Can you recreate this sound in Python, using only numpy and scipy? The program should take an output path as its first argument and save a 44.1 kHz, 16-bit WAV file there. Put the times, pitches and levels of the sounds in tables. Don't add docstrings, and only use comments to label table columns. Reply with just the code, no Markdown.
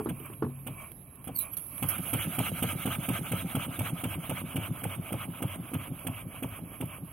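import sys
import numpy as np
from scipy import signal
from scipy.fft import rfft, irfft, next_fast_len
from scipy.io import wavfile
from scipy.ndimage import uniform_filter1d, map_coordinates

SR = 44100
rng = np.random.default_rng(int(sys.argv[2]) if len(sys.argv) > 2 else 0)


def linear_from_db(decibels):
    return 10 ** (np.asarray(decibels, float) / 20)


def transcribe(u):
    v = np.clip(np.atleast_2d(u).T, -1, 1)
    q = np.round(v * 32767).astype(np.int16)
    wavfile.write(sys.argv[1], SR, q)


N = 313992

CATCH_S = 1.82
FULL_DB = -45

# start_s, spit_db, knock_db, thump_db
PORT_OPENINGS = [(0.088, -29, -34, -36), (0.6653, -28, -32, -25.5), (1.2714, -31.5, -32.5, -33),
                 (1.8236, -21, -27, -21), (2.1294, -18, -25.5, -19), (2.384, -21.5, -24, -20),
                 (2.623, -19, -23, -17.5), (2.8546, -23.5, -22.5, -18), (3.085, -23, -24, -16),
                 (3.3153, -25, -26.5, -17), (3.5497, -23.5, -24.5, -19), (3.7896, -25, -26.5, -20),
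                 (4.0351, -26.5, -25, -21), (4.2932, -24, -26.5, -20), (4.557, -25, -26.5, -18),
                 (4.834, -25.5, -29, -18.5), (5.1217, -26.5, -26.5, -21), (5.42, -26.5, -26, -17.5),
                 (5.7341, -27, -27.5, -19), (6.0665, -26, -28.5, -20), (6.4245, -28.5, -26, -22.5),
                 (6.806, -30, -28.5, -22.5)]
# start_s, thump_db
LOWER_REVERSALS = [(.405, -45), (0.996, -39.5), (1.581, -44), (2.005, -23.5), (2.283, -20), (2.527, -19),
                   (2.761, -21.5), (2.992, -21), (3.221, -23.5), (3.455, -21.5), (3.693, -25),
                   (3.935, -19.5), (4.189, -23.5), (4.45, -25), (4.716, -20.5), (4.999, -21), (5.292, -24),
                   (5.6, -24), (5.923, -25), (6.27, -27.5), (6.639, -30), (7.036, -27.5)]
# start_s, peak_db
BUMPS = [(-0.002, -20.5), (0.012, -34), (0.0574, -19), (0.073, -28.5), (0.087, -39), (0.119, -41),
         (0.201, -34), (0.298, -32.5), (0.4212, -16.5), (0.442, -23), (0.461, -32), (0.495, -41),
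         (0.914, -45.5)]
# start_s, peak_db
LEAD_INS = [
    (4.545, -31),
    (4.819, -31),
    (5.105, -31.5),
    (5.404, -29),
    (5.716, -31.5),
    (6.049, -29.5),
]
# time_s, level_db
PRESSURE = [(0, -56), (.14, -63), (.21, -59), (.55, -68), (.83, -57), (.92, -71.5), (1.1, -70.5),
            (1.43, -58), (1.67, -68.5), (1.8, -52), (1.84, -49.5), (2.1, -47), (2.4, -45), (3.2, -46.5),
            (4.1, -48.5), (5.1, -51), (6.6, -55), (7.12, -57.5)]
# freq_hz, density_db (per Hz)
EXHAUST = [(240, -13), (400, -10), (674, 2.5), (1100, -8), (1250, 2.5), (1400, -4), (1600, -5),
           (1850, -14.5), (2150, -4.5), (2300, -1.5), (2520, -6), (2930, -3.5), (3400, -7.5), (3600, -22.5),
           (4600, -53), (5980, -55), (10100, -120)]
# freq_hz, density_db (per Hz)
PORT_FIZZ = [(3000, -47), (4100, -30.5), (5500, -29.5), (6500, -20.5), (7250, -30.5), (7800, -14.5),
             (8600, -6.5), (10300, -3.5), (11000, -4), (11350, -3.5), (11700, 0.5), (12200, -2),
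             (13100, -6.5), (14000, -17), (15500, -7.5)]
# freq_hz, density_db (per Hz)
GLAND = [(3500, -33.5), (5000, -32.5), (8000, -33), (9500, -19), (9900, -14), (10400, -6), (10850, -6),
         (11050, 1.5), (11350, -3), (11700, -2), (11950, -8.5), (12800, -10.5), (13900, -22), (15000, -21),
         (15800, -16.5)]


def unit(x):
    return x / np.sqrt(np.mean(x ** 2) + 1e-20)


def along(points, hz):
    f, v = np.transpose(points)
    return np.interp(np.log(hz + 1), np.log(f + 1), v)


def curves(rows, at):
    s, *cols = np.transpose(rows)
    return np.array([np.interp(at, s, c) for c in cols])


def wobble(rate):
    return map_coordinates(rng.standard_normal(int(N * rate / SR) + 4), [np.arange(N) * rate / SR])


def filtered(x, response):
    m = next_fast_len(N + 8192)
    return irfft(rfft(x, m) * response(np.fft.rfftfreq(m, 1 / SR)), m)[..., :N]


def rush(spectrum, patchy_db):
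    # freq_hz, correlation
    alike = [(60, 1), (300, 0.93), (700, 0.79), (1400, 0.75), (3000, 0.85), (4500, 0.17), (7000, 0.035),
             (15000, 0.046)]
    z = signal.stft(rng.standard_normal((2, N)), nperseg=256)[2]
    field = uniform_filter1d(rng.standard_normal(z.shape[1:]), size=3, axis=0)
    field = uniform_filter1d(field, size=8, axis=1)
    pair = signal.istft(z * linear_from_db(patchy_db * unit(field)), nperseg=256)[1][:, :N]

    def mid_side(hz):
        angle = np.arccos(np.clip(along(alike, hz), -1, 1)) / 2
        return linear_from_db(along(spectrum, hz)) * [np.cos(angle), np.sin(angle)]

    mid, side = filtered(pair, mid_side)
    return unit(np.array([mid + side, mid - side]))


def add(track, s, piece):
    part = track[max(round(s * SR), 0):][:len(piece)]
    part += piece[:len(part)]


def struck(events, modes, lead, phase):
    track, t = np.zeros(N), np.arange(-SR // 50, SR // 3) / SR
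    swell = np.exp(-(np.minimum(t, 0) / lead) ** 2)
    for s, db in events:
        ring = np.zeros(len(t))
        for hz, level_db, t60 in modes:
            decay = linear_from_db(level_db + rng.normal(0, 1.3) - 60 * np.maximum(t, 0) / t60)
            ring += decay * np.cos(2 * np.pi * hz * t + phase + rng.normal(0, 0.7))
        skip = max(round((1 / 50 - s) * SR), 0)
        add(track, s - 1 / 50, linear_from_db(db) * (swell * ring)[skip:])
    return track


def bursts(events, rise, fall=3):
    track, t = np.zeros(N), np.arange(SR // 12) / SR
    for s, db, length in events:
        add(track, s, linear_from_db(db) * (1 - np.exp(-t / rise)) / (1 + (t / abs(length)) ** fall))
    return track


def strokes():
    opens = np.array([row[0] for row in PORT_OPENINGS] + [7.215])
    tops = opens[:-1] + 0.0169 + 0.0493 * np.diff(opens)
    return opens, tops, np.array([row[0] for row in LOWER_REVERSALS])


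def crank_share(t):
    opens, _, lows = strokes()
    k = np.arange(len(opens))
    times = np.sort(np.r_[-opens[0], opens, lows])
    turns = np.sort(np.r_[-opens[0], k, k[:-1] + 0.585])
    return np.interp(t, times, turns) % 1


def valve(share, shut_db, fall_scale):
    # opens_share, rise_share, shuts_share, fall_share, level_db
    puffs = [
        (.001, .02, 0.19, .1, -3.5),
        (.1, 0.21, 0.472, 0.038, -3.5),
        (.1, 0.21, 0.52, 0.2, 0.5),
        (0.569, 0.32, 1, 0.15, 1),
    ]
    flow = linear_from_db(shut_db)
    for opens, rise, shuts, fall, db in puffs:
        opening = np.clip((share - opens) / rise, 0, 1)
        closing = np.clip((shuts - share) / fall / fall_scale, 0, 1)
        flow = flow + linear_from_db(db) * opening * closing
    return 20 * np.log10(flow)


def garden():
    # freq_hz, density_db (per Hz)
    hum = [(13, -38), (22, -6), (49, -1), (140, -9.5), (275, -18.5), (444, -21), (1130, -29), (1790, -37),
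           (3010, -43), (4000, -39), (5200, -75), (8800, -120)]
    return linear_from_db(-51.5 + 2.1 * wobble(3.18)) * rush(hum, patchy_db=1.7)


def whistles():
    # start_s, length_s, start_hz, end_hz, # level_db
    thin_tones = [(0, .09, 11200, 11030, -54), (.13, .09, 10450, 10250, -58), (.14, .13, 12100, 11900, -58),
                  (.26, .13, 9850, 9930, -58), (.3, .1, 11650, 11520, -58), (.45, .05, 10950, 10750, -59),
                  (.52, .06, 10850, 10900, -59), (.36, .06, 11350, 11150, -60),
                  (.44, .05, 10130, 10080, -61), (.36, .05, 9750, 9600, -67), (.34, .14, 8830, 8860, -71),
                  (.57, .05, 11350, 11400, -61), (.68, .08, 10650, 10850, -61),
                  (.74, .07, 11150, 11050, -60), (.82, .14, 10020, 9950, -64), (.8, .09, 10550, 10500, -62),
                  (.95, .12, 11100, 11030, -60), (1.08, .12, 11080, 11120, -60),
                  (1.44, .09, 10900, 10870, -54), (1.7, .1, 11750, 11700, -53),
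                  (1.375, .07, 4050, 3950, -59), (.58, .08, 11900, 12050, -60),
                  (.82, .08, 11080, 11030, -59), (1.398, .02, 12450, 12550, -41),
                  (1.512, .045, 11760, 11740, -40), (1.63, .06, 11620, 11720, -54),
                  (.8, .07, 6480, 6450, -76), (.74, .14, 2300, 2350, -64), (1.4, .11, 2450, 2400, -63)]
    track = np.zeros(N)
    flutter, drift = linear_from_db(2.1 * wobble(110)), 0.0032 * wobble(60)
    for s, length, start_hz, end_hz, db in thin_tones:
        u = np.linspace(0, 1, round(length * SR))
        span = slice(round(s * SR), round(s * SR) + len(u))
        hz = (start_hz + (end_hz - start_hz) * u) * (1 + drift[span])
        tone = np.sin(2 * np.pi * np.cumsum(hz) / SR)
        add(track, s, linear_from_db(db + 8) * np.sin(np.pi * u) * flutter[span] * tone)
    return track


def gland_leak(t, fizz_db, running):
    # time_s, level_db
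    seepage = [(0, -50), (.1, -50.5), (.5, -51.5), (.95, -48.5), (1.06, -52), (1.3, -55), (1.55, -48.5),
               (1.59, -42), (1.64, -40), (1.8, -39.5), (1.85, -40), (2.1, -37.5), (2.4, -42), (3.2, -44),
               (3.6, -47), (4.6, -48.5), (7.12, -50.5)]
    level_db = curves(seepage, t)[0] + (0.54 * fizz_db + 3) * running
    return linear_from_db(level_db + 0.37 * wobble(40)) * rush(GLAND, patchy_db=1.5)


def exhaust_puffs(pressure_db, puff_db, force, sputter):
    # freq_hz, density_db (per Hz)
    seep = [(240, -60), (400, -14), (621, 2.5), (861, -7), (1090, 2), (1540, -16), (2080, -17.5),
            (2320, -1.5), (2480, -9), (2650, -7.5), (2900, -16), (3250, -16), (3400, -35), (4600, -38),
            (5980, -36), (6500, -28), (6900, -52), (10100, -120)]
    jet = np.sqrt(force) * rush(EXHAUST, patchy_db=2.5) + np.sqrt(1 - force) * rush(seep, patchy_db=2)
    pipe = filtered(jet, lambda hz: 1 / (1 + (hz / 1030) ** 8))
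    flow = linear_from_db(puff_db) * (jet - pipe) + linear_from_db(0.56 * puff_db - 3.5) * pipe
    return linear_from_db(pressure_db + 5.5 + 1.2 * sputter + 0.19 * wobble(200)) * flow


def port_fizz(pressure_db, fizz_db, running, sputter):
    gain_db = np.where(running, 7 + 0.68 * (pressure_db - FULL_DB), 5.5)
    level_db = pressure_db + 1.7 * fizz_db + gain_db
    return linear_from_db(level_db + 0.62 * sputter + 0.44 * wobble(250)) * rush(PORT_FIZZ, patchy_db=1.5)


def rumble(pressure_db):
    # freq_hz, density_db (per Hz)
    deep_flow = [(15, -51), (25, -37), (38, -21.5), (97, 1), (167, -3), (220, -8), (274, -5.5),
                 (450, -27.5), (580, -21), (990, -120)]
    # offset_s, rise_s, length_s, level_db
    throbs = [
        (-.003, 0.0016, 0.048, 4.5),
        (-0.037, 0.015, 0.037, 2),
    ]
    opens, _, lows = strokes()
    throb = linear_from_db(-6.5)
    for times, (offset, rise, length, db) in zip((opens[:-1], lows[lows > CATCH_S]), throbs):
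        throb = throb + bursts([(s + offset, db, length) for s in times], rise)
    jolts = bursts([(s, db - 22.5, 0.04) for s, db in BUMPS], rise=0.0097)
    level = linear_from_db(-40.5 + 0.42 * (pressure_db - FULL_DB)) * throb + jolts
    return level * linear_from_db(2.5 + 0.27 * wobble(25)) * rush(deep_flow, patchy_db=1)


def edge_noise(pressure_db, puff_db, force):
    # freq_hz, density_db (per Hz)
    edge = [(3000, -42), (3500, 3.5), (3900, -3.5), (4400, -13), (5000, -15), (5600, -13.5), (6100, -15),
            (6500, 0.5), (6900, -7), (7400, -45)]
    return force ** 2 * linear_from_db(pressure_db + 0.66 * puff_db - 7.5) * rush(edge, patchy_db=3)


def pinched_jet():
    # freq_hz, density_db (per Hz)
    squeeze = [(7000, -33), (8200, -7.5), (9600, 5), (11000, -30)]
    opens, _, lows = strokes()
    events = [(s - 0.18 * turn, db + 9, 0.018)
              for s, turn, db in zip(lows, np.diff(opens), curves(PRESSURE, lows)[0]) if s > CATCH_S]
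    return bursts(events, rise=0.0068) * rush(squeeze, patchy_db=2.2)


def steam():
    t = np.arange(N) / SR
    running = t > CATCH_S
    share = crank_share(t)
    pressure_db = curves(PRESSURE, t)[0]
    force = np.clip((pressure_db + 62.5) / 17, 0, 1) * running
    shut_db = np.where(running, -13, -6.5)
    puff_db = valve(share, shut_db, 1)
    crowding_db = 6 * np.clip((share - 0.82) / 0.11, 0, 1)
    fizz_db = 0.5 * valve(share, shut_db + crowding_db, 0.7)
    sputter = wobble(60)
    flows = gland_leak(t, fizz_db, running) + exhaust_puffs(pressure_db, puff_db, force, sputter)
    flows += port_fizz(pressure_db, fizz_db, running, sputter) + rumble(pressure_db)
    return flows + edge_noise(pressure_db, puff_db, force) + pinched_jet()


def base_board():
    # pitch_hz, level_db, t60_s
    board = [(135.4, -9.5, 1.24), (241, -1, 0.33), (304, 0.5, 0.21), (341, -2, .16), (423, -1.5, 0.21),
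             (458, -7, 0.12), (380, -0.5, 0.028), (1070, -6, .03), (1370, -11, .025)]
    # start_s, peak_db
    sways = [
        (0.396, -29.5),
        (0.995, -46),
    ]
    # freq_hz, density_db (per Hz)
    jolt = [(200, -13), (380, 7.5), (560, -8), (750, -3), (1080, -2), (1450, -11.5), (2400, -27),
            (5200, -34.5), (9000, -59), (16000, -58)]
    ring = struck([(s + 0.00319, db - 15) for s, db in BUMPS], board, lead=0.0017, phase=-0.61)
    ring += struck(sways, board[:1], lead=0.0076, phase=0.33)
    shake = bursts([(s + 0.0018, db - 15.5, 0.012) for s, db in BUMPS], rise=0.0004)
    return ring + shake * linear_from_db(1.8 * wobble(350)) * rush(jolt, patchy_db=2)


def spits():
    # start_s, peak_db, low_part_db, length_s
    stray_spits = [(0.048, -36, -18, 0.004), (0.199, -39.5, 1, 0.005), (0.257, -32.5, -8, 0.0056),
                   (0.331, -45.5, 4, 0.011), (0.917, -38.5, -6.5, 0.0045), (1.156, -34.5, -22, 0.0022),
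                   (1.235, -45, -17, 0.0037), (1.533, -38, -5, 0.019), (1.779, -32, -3, 0.0063),
                   (1.961, -41.5, 7.5, 0.031), (1.98, -30.5, -0.5, 0.0092), (2.245, -40.5, 7, 0.029),
                   (2.41, -38, 6, 0.0046), (2.874, -35, 11, 0.0059), (3.347, -52, -4, 0.004),
                   (3.818, -31, -2, 0.0031), (5.479, -38, 3, 0.0044), (5.993, -40, -9, 0.0051),
                   (6.146, -46, 9, 0.0051), (6.489, -32.5, -10, 0.0038), (6.688, -52, -23, 0.005),
                   (6.856, -31, -29, 0.0044)]
    # start_s, peak_db, low_part_db, length_s
    blasts = [
        (1.242, -37, -5.5, 0.022),
        (1.403, -49, -20, .025),
        (1.5686, -24, -13.5, 0.021),
        (1.885, -18, -22, 0.021),
    ]
    # freq_hz, gain_db
    spray = [(9000, 1), (11000, -3.5), (15000, -2)]
    # freq_hz, gain_db
    spit_tilt = [(900, -6.5), (2800, 0.5)]
    strays, snap_s = list(stray_spits) + list(blasts), 0.0004
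    high = bursts([(s, db - 0.5, 0.012) for s, db, *_ in PORT_OPENINGS], rise=0.0046, fall=3.5)
    low = bursts([(s + 0.00042, db - 9.5, 0.015) for s, db, *_ in PORT_OPENINGS], rise=0.0039)
    low += bursts([(s, db + low_db - 9.5, length) for s, db, low_db, length in strays], snap_s)
    thin = bursts([(s, db - 7, length) for s, db, _, length in strays], snap_s)
    fizz = rush(PORT_FIZZ, patchy_db=1.5)
    port = high * filtered(fizz, lambda hz: linear_from_db(along(spray, hz)))
    body = low * filtered(rush(EXHAUST, patchy_db=2.4), lambda hz: linear_from_db(along(spit_tilt, hz)))
    gland = thin * (0.6 * fizz + 1.61 * rush(GLAND, patchy_db=2.1))
    return linear_from_db(2.34 * wobble(400)) * (port + body + gland)


def link_knocks():
    # pitch_hz, level_db, t60_s
    frame = [(175, -4, 0.045), (263.3, 1, 0.098), (327, -6.5, .06), (473, -14, 0.13), (523, -13.5, 0.096),
             (752, -8, 0.025), (1160, -19, 0.014)]
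    first = [(s + 0.00239, db - 6) for s, _, db, _ in PORT_OPENINGS]
    second = [(s + 0.0195, db - 9) for s, _, db, _ in PORT_OPENINGS]
    early = [(s + 0.00194, db - 9.5) for s, db in LEAD_INS]
    lower = [(s - 0.008, db - 19.5) for s, db in LOWER_REVERSALS]
    clack = struck(first, frame, lead=0.0035, phase=-0.88) + struck(second, frame, lead=0.002, phase=0.37)
    clack += struck(early, frame, lead=0.0012, phase=-0.7)
    return clack + struck(lower, frame, lead=0.0025, phase=-0.38)


def piston_thumps():
    # pitch_hz, level_db, t60_s
    bed = [(95, -32, 0.037), (107.7, -7, 0.21), (130, -3.5, 0.13), (177, -6, 0.099), (283, -9.5, 0.03)]
    # pitch_hz, level_db, t60_s
    sole = [(105, -12.5, .1), (128, -4, 0.12), (161.8, -2.5, .12), (176.7, -3, 0.12), (259, -7, 0.083),
            (349, -13.5, 0.065)]
    # pitch_hz, level_db, t60_s
    rebound = [(95, 0, 0.21)]
    opens, tops, _ = strokes()
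    thump = struck([(s, row[3] - 8) for s, row in zip(tops, PORT_OPENINGS)], bed, lead=0.0075, phase=-0.62)
    thump += struck([(s, db - 10) for s, db in LOWER_REVERSALS], sole, lead=0.011, phase=-0.47)
    swings = [(s + 0.188 * turn, row[3] - 16.5)
              for s, turn, row in zip(tops, np.diff(opens), PORT_OPENINGS) if s > CATCH_S]
    return thump + struck(swings, rebound, lead=0.012, phase=0.5)


def valve_gear_and_rattle():
    # offset_share (of a turn), level_db, growth_db (per dB of pressure)
    gear_ticks = [
        (-.13, -43, .3),
        (-.05, -41.5, 1.6),
        (0.205, -48, .2),
    ]
    # pitch_hz, level_db, t60_s
    gear = [(200, 5, 0.02), (315, -6.5, 0.037), (555, -7.5, 0.024), (850, -8, 0.024)]
    # freq_hz, density_db (per Hz)
    loose_parts = [(150, -8), (300, -3), (500, 3.5), (900, 1), (1200, -11.5), (2000, -29), (4000, -33.5),
                   (9000, -35), (16000, -56)]
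    opens, _, lows = strokes()
    over_full_db = curves(PRESSURE, lows)[0] - FULL_DB
    ticks = [(s + share * turn, db + grows * over_db) for share, db, grows in gear_ticks
             for s, turn, over_db in zip(lows, np.diff(opens), over_full_db) if s > CATCH_S]
    ring = struck([(s + 0.00201, db + 2.5) for s, db in ticks], gear, lead=0.002, phase=0.4)
    shakes = [(s + 0.015, db - 9.5, 0.013) for s, _, db, _ in PORT_OPENINGS]
    shakes += [(s, db, 0.004) for s, db in ticks]
    shakes += [(s, db - 12, 0.008) for s, db in LEAD_INS]
    return ring + bursts(shakes, rise=0.0015) * linear_from_db(0.73 * wobble(350)) * rush(loose_parts, patchy_db=2.1)


def gland_squeal():
    # time_s, pitch_hz, level_db
    glide = [(1.345, 5000, -46), (1.348, 4800, -38), (1.352, 4520, -37), (1.36, 4580, -34),
             (1.363, 4300, -30), (1.373, 4230, -30), (1.376, 4050, -30), (1.392, 3980, -30),
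             (1.398, 3680, -27), (1.41, 3600, -29), (1.414, 3400, -28), (1.418, 3420, -30),
             (1.421, 3620, -33), (1.44, 3640, -41), (1.475, 3650, -50)]
    # multiple, level_db
    overtones = [(1, -2), (2, 0.5), (3, 2), (4, -3)]
    # freq_hz, gain_db
    squeal_path = [(3000, -31), (3600, -30), (4050, -18), (4800, -23), (7200, -34), (7800, -23),
                   (8400, -14), (9800, -3), (10500, -5), (12800, 4.5), (13800, -11), (15500, -6)]
    t = np.arange(N) / SR
    pitch_hz, level_db = curves(glide, t)
    rough_db = 3.2
    jitter = 0.009 * wobble(200) + 0.011 * wobble(1000)
    cycle = 2 * np.pi * np.cumsum(pitch_hz * (1 + jitter)) / SR
    tones = sum(linear_from_db(db + rough_db * wobble(300)) * np.sin(k * cycle) for k, db in overtones)
    sounding = (t > glide[0][0]) * (t < glide[-1][0])
    squeal = linear_from_db(level_db + 2 + rough_db * (wobble(220) + wobble(900))) * tones * sounding
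    squeal = filtered(squeal, lambda hz: linear_from_db(along(squeal_path, hz)))
    tail = rng.standard_normal(SR // 5) * linear_from_db(-60 * t[:SR // 5] / 0.11)
    return squeal + linear_from_db(-3) * signal.fftconvolve(squeal, tail / np.linalg.norm(tail))[:N]


def scene():
    mix = garden() + whistles() + steam() + base_board() + spits()
    return mix + link_knocks() + piston_thumps() + valve_gear_and_rattle() + gland_squeal()


def thin_out(x, low_hz, high_hz, step_db, spread_db, floor_db):
    hz, _, z = signal.stft(x, SR, nperseg=1024)
    power = uniform_filter1d(uniform_filter1d(np.abs(z) ** 2, size=7, axis=1), size=3, axis=2)
    usual = np.sqrt(np.abs(power))
    chance = rng.standard_normal((len(hz) // 8 + 1, z.shape[2] // 3 + 1))
    chance = np.kron(chance, np.ones((8, 3)))[:len(hz), :z.shape[2]]
    threshold = (usual * linear_from_db(step_db) + linear_from_db(floor_db)) * linear_from_db(spread_db * chance)
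    weak = (np.abs(z) < threshold) & ((hz > low_hz) & (hz < high_hz))[:, None]
    return signal.istft(z * ~weak, SR, nperseg=1024)[1][:, :N]


def band_limit(x):
    return signal.sosfilt(signal.butter(12, 17000, fs=SR, output="sos"), x)


def record(dry):
    # freq_hz, gain_db
    shade = [(100, 1), (330, -1.5), (770, -2.5), (1790, 0.5), (4190, -1), (6400, -8.5), (7200, -9),
             (8600, -17), (11500, -20.5), (13000, -11.5), (14000, 3.5), (16000, -14)]
    # freq_hz, phase_rad
    port_lead = [(900, 0.21), (1400, 0.94), (2000, 0.69), (2400, 1), (2800, 0.0076), (4100, 1)]
    left = np.array([[1], [0]])

    def ports(hz):
        band = (hz < 15820) * hz ** 2 / (hz ** 2 + 61 ** 2)
        return linear_from_db(along(shade, hz) * left) * np.exp(1j * along(port_lead, hz) * left) * band

    heard = thin_out(filtered(dry, ports), 3400, 8200, step_db=-1.5, spread_db=9, floor_db=-101)
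    return band_limit(heard)


dry = scene()
out = record(dry)
transcribe(out)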